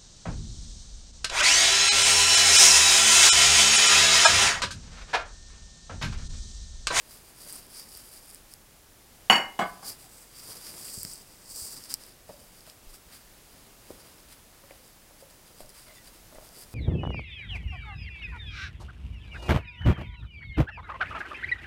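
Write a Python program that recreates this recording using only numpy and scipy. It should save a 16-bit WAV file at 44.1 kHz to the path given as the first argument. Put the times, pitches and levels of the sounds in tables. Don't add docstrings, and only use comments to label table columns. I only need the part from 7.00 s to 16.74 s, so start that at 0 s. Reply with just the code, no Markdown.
import sys
import numpy as np
from scipy import signal
from scipy.fft import rfft, irfft, next_fast_len
from scipy.io import wavfile
from scipy.ndimage import uniform_filter1d, map_coordinates

SR = 44100
rng = np.random.default_rng(int(sys.argv[2]) if len(sys.argv) > 2 else 0)


def wav_out(sig):
    wavfile.write(sys.argv[1], SR, np.round(np.clip(np.atleast_2d(sig).T, -1, 1) * 32767).astype(np.int16))


def boost(x):
    u = np.asarray(x, float) / 20
    return 10 ** u


N = 429534

# (time [s], peak level [dB], pitch [Hz], t60 [s], push level [dB])
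KNOCKS = [(2.825, -34, 790, 0.09, -9), (3.972, -31.5, 150, 0.021, -7), (4.045, -31.5, 165, 0.098, -12),
          (4.78, -45, 263, 0.061, -7), (5.293, -26.5, 585, 0.061, -10), (5.671, -40, 620, 0.077, -10),
          (6.901, -28.5, 392, 0.02, -1.5), (7.635, -42, 556, 0.073, -10), (7.705, -33.5, 560, 0.031, -2.5),
          (7.798, -42, 527, 0.046, -6), (8.105, -42, 566, 0.032, -3.5), (8.22, -35.5, 547, 0.05, -15.5),
          (8.306, -45, 614, 0.071, -8), (8.499, -46, 514, 0.049, -8), (8.601, -30, 604, 0.063, -2.5),
          (9.321, -39.5, 616, 0.053, -3), (9.3435, -36.5, 584, 0.033, -13), (9.352, -37.5, 610, .05, -3),
          (9.38, -33, 615, 0.068, -1), (9.443, -44, 290, 0.051, -3)]


def unit(x):
    return x / np.sqrt(np.mean(x ** 2) + 1e-20)


def along(points, hz):
    f, v = np.transpose(points)
    return np.interp(np.log(hz + 1), np.log(f + 1), v)


def wobble(rate_hz):
    knots = rng.standard_normal(int(N * rate_hz / SR) + 4)
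    return map_coordinates(knots, [np.arange(N) * rate_hz / SR])


def filtered(x, response):
    m = next_fast_len(len(x) + 8192)
    return irfft(rfft(x, m) * response(np.fft.rfftfreq(m, 1 / SR)), m)[:len(x)]


def coloured(x, spectrum):
    return unit(filtered(x, lambda hz: boost(along(spectrum, hz))))


def peak(hz, centre_hz, width_hz):
    return 1j * hz * width_hz / (centre_hz ** 2 - hz ** 2 + 1j * hz * width_hz)


def add(track, s, sound):
    part = track[round(s * SR):][:len(sound)]
    part += sound[:len(part)]


def hiss():
    # (frequency [Hz], level [dB per Hz])
    noise_spectrum = [(12, -29), (20, 2), (37, -1.5), (86, -6.5), (251, -10.5), (428, -13), (670, -14),
                      (1350, -18.5), (1470, -18.5), (4410, -21), (4790, -20.5), (6350, -20.5),
                      (11100, -21.5), (15800, -23), (16900, -40.5)]
    # (frequency [Hz], level [dB rms])
    whine_hz, whine_db = (10815, -78)
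    whine_gain = boost(whine_db + 5.0 + 2.5 * wobble(6.0))
    whine = np.sin(2 * np.pi * whine_hz * np.arange(N) / SR) * whine_gain
    drift = boost(0.5 * wobble(2.164))
    return boost(-55.0) * drift * coloured(rng.standard_normal(N), noise_spectrum) + whine


def kitchen(x):
    # (frequency [Hz], t60 [s])
    room_t60 = [(150, 0.36), (1000, 0.37), (4000, 0.22), (12000, 0.28)]
    hz, t, z = signal.stft(rng.standard_normal(SR // 2), SR, nperseg=256)
    decay = boost(-60 * t / along(room_t60, hz)[:, None])
    tail = signal.istft(z * decay, SR, nperseg=256)[1]
    delayed = np.pad(x, (200, 0))
    return signal.fftconvolve(delayed, tail / np.linalg.norm(tail))[:N]


def bumps():
    # (time [s], level [dB], frequency [Hz], direction [-1..1])
    pushes = [(4.62, -40, 70, 0.82), (5.868, -39.5, 25, 0.99), (8.608, -43.5, 15.3, -0.93),
              (9.361, -44, 27, 1)]
    out, t = np.zeros(N), np.arange(SR // 4) / SR
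    for s, db, hz, way in pushes:
        swing = np.sin(2 * np.pi * hz * t) * np.minimum(t * hz * 8, 1)
        add(out, s, way * boost(db - 8.9 * t * hz) * swing)
    return out


def squeaks():
    # (time [s], length [s], level [dB], pitch [Hz], roughness [Hz])
    slides = [(3.035, .04, -60, 760, 15), (5.291, .004, -43, 620, 10), (7.632, .015, -63, 1400, 300),
              (7.696, .008, -60, 2000, 160), (7.705, .016, -55, 1850, 120), (7.705, .01, -57, 2200, 120),
              (8.755, .03, -64, 2100, 90), (8.858, .09, -61, 2120, 70), (8.86, .09, -58, 650, 30),
              (8.945, .055, -64.5, 3540, 22), (8.95, .075, -61, 1975, 22), (9.352, .018, -62, 1950, 40),
              (8.945, .05, -65, 6800, 40)]
    out, t = np.zeros(N), np.arange(SR // 5) / SR
    for s, length_s, db, hz, rough_hz in slides:
        drift, flutter = (unit(uniform_filter1d(v, size=220)) for v in rng.standard_normal((2, len(t))))
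        pitch_hz = hz * (1.01 - .3 * t) + 1.3 * rough_hz * drift
        tone = np.sin(2 * np.pi * np.cumsum(pitch_hz) / SR) * boost(1.5 + 4 * flutter)
        envelope = np.sqrt(abs(np.sin(np.pi * np.clip(t / length_s, 0, 1))))
        add(out, s, boost(db) * tone * envelope)
    return out


def taps():
    # (time [s], peak level [dB], pitch [Hz])
    clicks = [(3.517, -40, 1320), (3.74, -40, 1950), (3.777, -44, 1290), (3.884, -33.5, 2700),
              (4.049, -36, 1990), (5.673, -49, 1150), (5.697, -38, 3500), (7.324, -45, 2400),
              (7.638, -45, 1130), (7.708, -44, 1900), (8.308, -52, 1590), (9.325, -51, 1210),
              (9.356, -48, 1120), (9.384, -42, 1300)]
    out, t = np.zeros(N), np.arange(600) / SR
    for s, db, hz in clicks:
        click = filtered(1. * (t == 0), lambda f: peak(f, hz, 0.67 * hz) * peak(f, hz, 1.6 * hz))
        add(out, s + .001, -boost(db) * click / abs(click).max())
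    return out


def ticks():
    # (time [s], peak level [dB], pitch [Hz])
    snap_rows = [(0.3611, -40, 9600), (0.5044, -40, 4860), (0.525, -23, 10100), (0.53, -26, 9800),
                 (0.548, -31, 9600), (0.556, -29, 9600), (0.561, -29, 9600),  (0.7714, -36, 4770),
                 (0.9173, -37, 4810), (1.2544, -41, 9500), (1.31, -36, 4790), (1.346, -27.5, 9900),
                 (1.537, -34, 5270), (1.5372, -29, 10800), (3.4735, -38, 4700), (3.8524, -30, 8340),
                 (4.031, -23.5, 8160), (4.031, -21, 13500), (4.0493, -20.5, 5040), (4.134, -26, 7500),
                 (4.138, -31, 8300), (4.8379, -29, 4850), (4.8948, -38, 4910), (4.9398, -8.5, 5330),
                 (4.9456, -28, 5300), (4.9484, -37, 4900), (5.0644, -34, 11900), (5.6062, -38, 5160),
                 (5.6983, -33.5, 4790), (7.202, -43, 5300), (7.3245, -40, 11100), (7.878, -43, 7600),
                 (8.6597, -41, 5120), (9.447, -41, 11000), (9.592, -39, 11500), (9.612, -36, 11000),
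                 (9.6344, -41, 4750), (.405, -38, 4830), (.6664, -37, 9800), (.7472, -32, 9600),
                 (.9502, -32, 4600), (1.2456, -39, 9900), (1.3024, -35, 9540), (1.357, -38, 5000),
                 (1.516, -39, 9600), (8.702, -42, 4800), (2.833, -36, 5310), (2.848, -37, 4650),
                 (3.6436, -37, 4670), (4.4578, -38, 5130), (5.0362, -33, 4810), (7.1824, -45, 4880),
                 (8.3078, -42, 7310), (9.347, -42, 8810), (9.4891, -38, 5120), (0.9724, -27, 13600),
                 (8.692, -41, 5000),
                 (2.8253, -42, 9680), (3.3621, -44, 4800), (3.4738, -33, 9500), (3.7502, -36, 4770),
              (3.936, -31, 7400), (4.0939, -37, 4810), (4.1004, -33, 8380), (4.1782, -35, 8590),
              (4.5005, -35, 8710), (4.9031, -34, 4990), (5.1218, -43, 4870), (5.9389, -43, 4760),
              (7.3248, -42, 4820), (8.5974, -43, 4710), (8.6922, -35, 10500), (9.0424, -42, 4890),
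              (9.5308, -45, 9150)]
    # (frequency [Hz], width [Hz], level [dB])
    port = [(5120, 720, 13.5), (8160, 1400, 10.5), (12700, 1700, 1)]
    out, t = np.zeros(N), np.arange(600) / SR

    def cavity(f):
        return sum(boost(db) * peak(f, c, w) for c, w, db in port) * peak(f, 11000, 8300)

    for s, db, hz in snap_rows:
        burst = (t == 0) + 0.059 * rng.standard_normal(len(t)) * boost(-60 * t / 0.0032)
        broad = np.clip(0.5 + 0.016 * (db + 7.0), .05, 1)
        snap = filtered(burst, lambda f: cavity(f) * (broad + peak(f, hz, 1500)) + 0.12 * peak(f, 2300, 3000))
        add(out, s + .001, boost(db) * snap / abs(snap).max())
    return out


def knocks():
    out, t = np.zeros(N), np.arange(SR // 5) / SR
    for s, db, hz, t60, push_db in KNOCKS:
        cycle = hz * t * 1.06
        push = boost(push_db) * np.sin(2 * np.pi * cycle) * (cycle < 1)
        ring = .5 * np.sin(2 * np.pi * hz * t) * boost(-60 * t / t60)
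        low = 0.054 * np.sin(2 * np.pi * 0.36 * hz * t) * boost(-60 * t / 0.015)
        tail = unit(filtered(rng.standard_normal(len(t)), lambda f: peak(f, hz, 260) * peak(f, hz, 600)))
        puff = 0.12 * tail * boost(-60 * t / 0.068)
        onset = 1 - np.exp(-t / 0.00049)
        add(out, s + 0.00408, boost(db - 2.5) * (push + ring + low + puff) * onset)
    return out


def glass(blows, modes, burst, burst_db, burst_t60, rise_s):
    # (frequency [Hz], level [dB], t60 [s])
    contact = [(760, -4.5, 0.04), (1700, -4, .008), (2393, 0, .008), (2800, 7, .006), (2920, 0.5, 0.034)]
    out, t = np.zeros(N), np.arange(18000) / SR
    hz, level, t60 = np.transpose(modes)[:, :, None]
    t60 = np.minimum(t60, .37)
    split = rng.standard_normal(hz.shape)
    twin_hz = hz + (14 + 0.003 * hz) * (np.sign(split) + .3 * split)
    twin_gain = np.clip(.1 + hz / 7000, 0, .75)
    for bounce, (s, db, ping_db) in enumerate(blows):
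        size, phase, twin = rng.standard_normal((3, len(modes), 1))
        pair = np.sin(2 * np.pi * hz * t + 0.5 * phase)
        pair = pair + twin_gain * np.sin(2 * np.pi * twin_hz * t + 3 * twin)
        steps = np.repeat(rng.standard_normal((len(modes), len(t) // 400)), 400, axis=1)
        flutter = unit(uniform_filter1d(steps, size=400))
        wake = 1 - np.exp(-t * hz / 1.5)
        early = 1 + 0.73 * boost(-60 * t / 0.51)
        mode_gain = boost(level + 0.8 * size + 2.8 * flutter - 2 - 60 * t / t60)
        ring = early * np.sum(mode_gain * pair * wake, axis=0)
        ping = sum(boost(g - 60 * t / d) * (1 - np.exp(-t * f / 0.99)) * np.sin(2 * np.pi * f * t)
                   for f, g, d in contact)
        dull = filtered(coloured(rng.standard_normal(len(t)), burst), lambda f: 1 / (1 + (f / 3400) ** 4))
        crack = coloured(rng.standard_normal(len(t)), burst)
        noise = boost(-60 * t / burst_t60) * dull + boost(-5.5 - 6.6 * bounce - 60 * t / 0.12) * crack
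        blow = ring + boost(ping_db) * ping + boost(burst_db) * noise
        add(out, s, boost(db) * blow * (1 - np.exp(-t / rise_s)))
    return out


def clinks():
    # (time [s], ring level [dB], contact ping level [dB over ring])
    hits = [
        (2.2987, -20.5, 15.5),
        (2.328, -34, 18.5),
        (2.3555, -32.5, 9),
    ]
    # (frequency [Hz], level [dB], t60 [s])
    rim_modes = [(169, -17, 0.25), (600, -19, .25), (700, -13, 0.22), (736, -13, .25), (778, -4, 0.34),
                 (949, -11, 0.37), (1081, -12, .35), (1010, -13.5, 0.35), (1114, -7.5, 0.45), (1160, -7, 0.3),
                 (1320, -26, .35), (1496, -20, 0.37), (1650, -10, 0.3), (1744, -13.5, .3), (1868, -11, 0.4),
                 (2110, -9, .36), (2143, -8, 0.36), (2175, -5, 0.2466), (2401, -18, 0.19), (2470, -14, 0.14),
                 (2680, -13, .25), (2818, -9.5, 0.2), (2970, -6, 0.36), (2920, -4, 0.36),
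                 (3628, -27, .25), (4533, -8.5, .22), (5020, -27, .2), (5525, -20, .32), (6002, -22, .27),
                (6400, -26, .15), (6697, -17, .24), (6900, -19, .18), (7050, -23, .2), (7590, -15, .3),
                (7950, -21, .1), (8629, -27, .2), (9475, -15, .25), (10200, -31, .2), (10680, -27, .25),
                (11300, -31, .2), (11710, -33, .22), (12420, -25, .22), (12730, -31, .2), (13200, -32, .15),
                (14630, -33, .22), (15100, -34, .2), (15640, -30, .25)]
    # (frequency [Hz], level [dB per Hz])
    crack_spectrum = [(85, -54), (145, -9.5), (388, -13), (772, -9), (959, -5.5), (1120, -10), (1950, -7),
                      (2890, -12.5), (3800, -60), (4540, 1.5), (4910, -38), (6860, -25), (16000, -60)]
    return glass(hits, rim_modes, crack_spectrum, burst_db=5.5, burst_t60=0.28, rise_s=0.0005)


def clunks():
    # (time [s], ring level [dB], contact ping level [dB over ring])
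    hits = [(2.5905, -29, 0.5), (2.5945, -41.5, 9), (2.605, -35, -12), (2.613, -33, -15),
            (2.621, -35.5, -16), (2.633, -50, -17), (2.644, -56, -14), (2.665, -62, -12), (2.827, -53, -9)]
    # (frequency [Hz], level [dB], t60 [s])
    base = [(171, -5.5, 0.19), (350, -18, 0.18), (431, -6, 0.22), (679, 3.5, 0.13), (810, -1, 0.14),
            (1007, -12, 0.38), (1150, -8, 0.33), (1180, -8, 0.27), (1300, -11, 0.14), (1510, -17, 0.3),
            (1657, -8, 0.25), (1830, -18, 0.55), (2140, -7.5, 0.16), (6010, -21, 0.076), (2961, -19, 0.24),
            (3340, -18.5, 0.13), (4750, -30, 0.24), (6900, -26, .1), (8000, -21, 0.076)]
    # (frequency [Hz], level [dB per Hz])
    thud_spectrum = [(85, -47), (145, -9.5), (543, -17), (672, -12), (953, -12.5), (1160, -9),
                     (1950, -18.5), (2200, -14), (2610, -25), (3050, -23), (15000, -34)]
    return glass(hits, base, thud_spectrum, burst_db=4.5, burst_t60=0.14, rise_s=0.00088)


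def swell(rows):
    s, length, db = np.transpose(rows)[:3, :, None]
    u = (np.arange(0, N, 64) / SR - s) / length
    rise_db, fall_db = 42, 50
    return boost(db - np.where(u < 0, rise_db, fall_db) * u ** 2)


def grit(spread_db):
    return rng.standard_normal(N) * boost(spread_db * np.minimum(rng.exponential(size=N), 5))


def strokes():
    # (frequency [Hz], level [dB per Hz])
    rub_spectrum = [(1760, -48.5), (3000, -37), (3440, -26.5), (4010, -14), (4530, 2), (4760, 10.5),
                    (4930, 7), (6010, -2), (7000, -19.5), (9100, -14.5), (15400, -120)]
    fizz_low_spectrum = [(3650, -62), (6200, -14), (6860, -2.5), (8350, 5), (9760, -5.5), (10900, -1),
                         (13500, -9.5), (15100, -2.5), (15800, -8.5)]
    fizz_spectrum = [(3650, -19.5), (6200, -32), (6450, -8.5), (8320, -5.5), (9390, 2), (10400, -2),
                     (12400, -3), (15100, -8), (15800, -11.5)]
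    smear_spectrum = [(590, -28), (1000, -5), (1290, -4.5), (3590, -8), (4200, -7), (5460, -41),
                      (9240, -120)]
    squish_spectrum = [(59, -21.5), (100, 0.5), (134, -2), (226, -1), (382, -2), (495, -3), (1300, -12),
                       (1690, -39), (2860, -120)]
    # (peak time [s], length [s], rub [dB], fine fizz [dB over rub])
    sweep_rows = [(.13, 0.13, -60.5, 7.5), (.27, 0.19, -68.5, 8.5), (.42, 0.11, -56, 5),
                  (.53, 0.22, -52, 4.5), (.78, 0.15, -50, 2), (.97, 0.2, -56, 6), (1.07, 0.07, -62, 9),
                  (1.15, 0.14, -58, 6), (1.23, .12, -65, 4.5), (1.31, 0.15, -63.5, 8.5),
                  (1.52, 0.056, -64.5, 7.5), (2.70, 0.13, -65, 5), (2.89, 0.099, -42, 2),
                  (3.03, 0.11, -63.5, 8.5), (3.19, 0.22, -64.5, 8.5), (3.40, 0.15, -55.5, 3),
                  (3.52, 0.24, -50, 3.5), (3.68, 0.14, -50.5, 2.5), (3.84, 0.26, -50, 6),
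                  (3.97, 0.26, -47.5, 4.5), (4.12, 0.11, -48, 1.5), (4.2, 0.08, -58.5, 2.5),
                  (4.33, 0.23, -66.5, 0), (4.52, 0.075, -53, 3), (4.63, 0.29, -44, 3.5),
                  (4.75, 0.11, -51.5, 1.5), (4.84, 0.069, -52.5, 3), (4.92, 0.07, -45, 2),
                  (5.04, 0.16, -57.5, 1.5)]
    # (peak time [s], length [s], rub [dB], wet smear [dB over rub])
    knead_rows = [(5.30, .06, -65.5, -4), (5.335, .04, -63.5, -14), (5.44, 0.16, -65.5, -15),
                  (5.58, 0.16, -66.5, -12), (5.69, 0.066, -62, 1), (5.85, 0.068, -72.5, -5),
                  (5.905, 0.034, -62, -6), (5.95, 0.052, -57, -6), (6.125, 0.052, -65.5, 4),
                  (6.155, 0.067, -59.5, -4), (6.21, 0.055, -78, -6), (6.36, 0.071, -86, -3),
                  (6.55, 0.13, -74, -6), (6.92, 0.082, -67.5, -6), (7.0, 0.07, -65.5, -9),
                  (7.09, 0.096, -65, -4), (7.2, 0.049, -85, -3.5), (7.32, 0.05, -62.5, -1),
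                  (7.72, 0.16, -71, 0.5), (7.87, 0.082, -68, -4), (8.21, 0.04, -64, -3),
                  (8.31, 0.024, -67, 4), (8.48, 0.064, -69.5, -2), (8.61, 0.072, -59, -3),
                  (8.70, 0.025, -61, -10), (8.79, 0.11, -59, -4), (8.9, 0.071, -69, 9),
                  (8.97, 0.1, -65.5, -2), (9.07, 0.057, -59.5, -2), (9.15, 0.049, -64.5, -1),
                  (9.36, 0.034, -72.5, -7), (9.46, 0.086, -65, -6), (9.565, 0.096, -59.5, -10.5),
                  (9.615, 0.07, -55, -11), (9.74, 0.05, -62, -10)]
    # (time [s], fizz centre [Hz], load [dB])
    hands = [(0, 8900, -62.5), (.6, 9050, -61), (.95, 9050, -64), (1.6, 9080, -69), (2.9, 9070, -62.5),
             (3.15, 8160, -60), (3.45, 8960, -61), (3.7, 8950, -59.5), (3.87, 8730, -60.5),
             (4.0, 8050, -67), (4.5, 8100, -67), (4.9, 8830, -59), (5.499, 8800, -61), (6.2, 8940, -60.5),
             (7.0, 9000, -56), (8.2, 8870, -63.5), (9.74, 8910, -59.5)]
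    t = np.arange(N) / SR

    def total(gains):
        return np.interp(t, t[::64], np.sqrt(np.sum(gains ** 2, axis=0)))

    def last(rows):
        return boost(np.array(rows)[:, -1:])

    slips = boost(1.2 * wobble(60) + 1.4 * wobble(400)) * grit(spread_db=2.5)
    rub, fizz_low, fizz = (coloured(slips, spectrum) * boost(0.5 * wobble(35))
                           for spectrum in (rub_spectrum, fizz_low_spectrum, fizz_spectrum))
    smear = coloured(slips, smear_spectrum)
    squish = coloured(boost(2.5 * wobble(40)) * grit(spread_db=3.0), squish_spectrum)

    sweeps, kneads = swell(sweep_rows), swell(knead_rows)
    hand_s, *columns = np.transpose(hands)
    fizz_hz, load_db = (np.interp(t, hand_s, c) for c in columns)
    high = np.clip((fizz_hz - 8300) / 900, 0, 1)
    rest = boost(-74.5 + 3.0 * wobble(9.8))
    dry, wet = total(sweeps) + rest, total(kneads)
    airy = total(sweeps * last(sweep_rows)) + boost(4.5) * (wet + rest)
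    effort = (dry + wet) / boost(-55)
    slap_s, slap_db = 0.019, -27
    slaps = total(swell([(s + 0.01, slap_s, db + slap_db) for s, db, *_ in KNOCKS]))
    smears = boost(load_db - 2.0) * (dry / boost(-55.5)) ** 0.55 + total(kneads * last(knead_rows))
    squishes = boost(load_db - 0.5 + 1.5 * wobble(5.5)) * effort ** 0.59 + slaps

    fizzes = airy * (high * fizz + (1 - high) * fizz_low)
    return (dry + wet) * rub + fizzes + smears * smear + squishes * squish


def scene():
    blows = clinks() + clunks()
    snaps, thumps = ticks() + taps(), knocks()
    room = kitchen(boost(-7.5) * blows + boost(-7.0) * thumps + boost(-32) * snaps)
    return (blows + snaps + thumps + room + strokes() + squeaks() + bumps() + hiss())[None]


def band_limit(x):
    return signal.sosfilt(signal.butter(12, 16890, fs=SR, output="sos"), x)


def record(dry):
    squeezed = dry[0] / (1 + abs(dry[0] / .92) ** 4) ** (1 / 4)
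    top_hz = 15870
    mix = filtered(squeezed, lambda hz: hz < top_hz)[None]
    return band_limit(mix)


dry = scene()
out = record(dry)
wav_out(out)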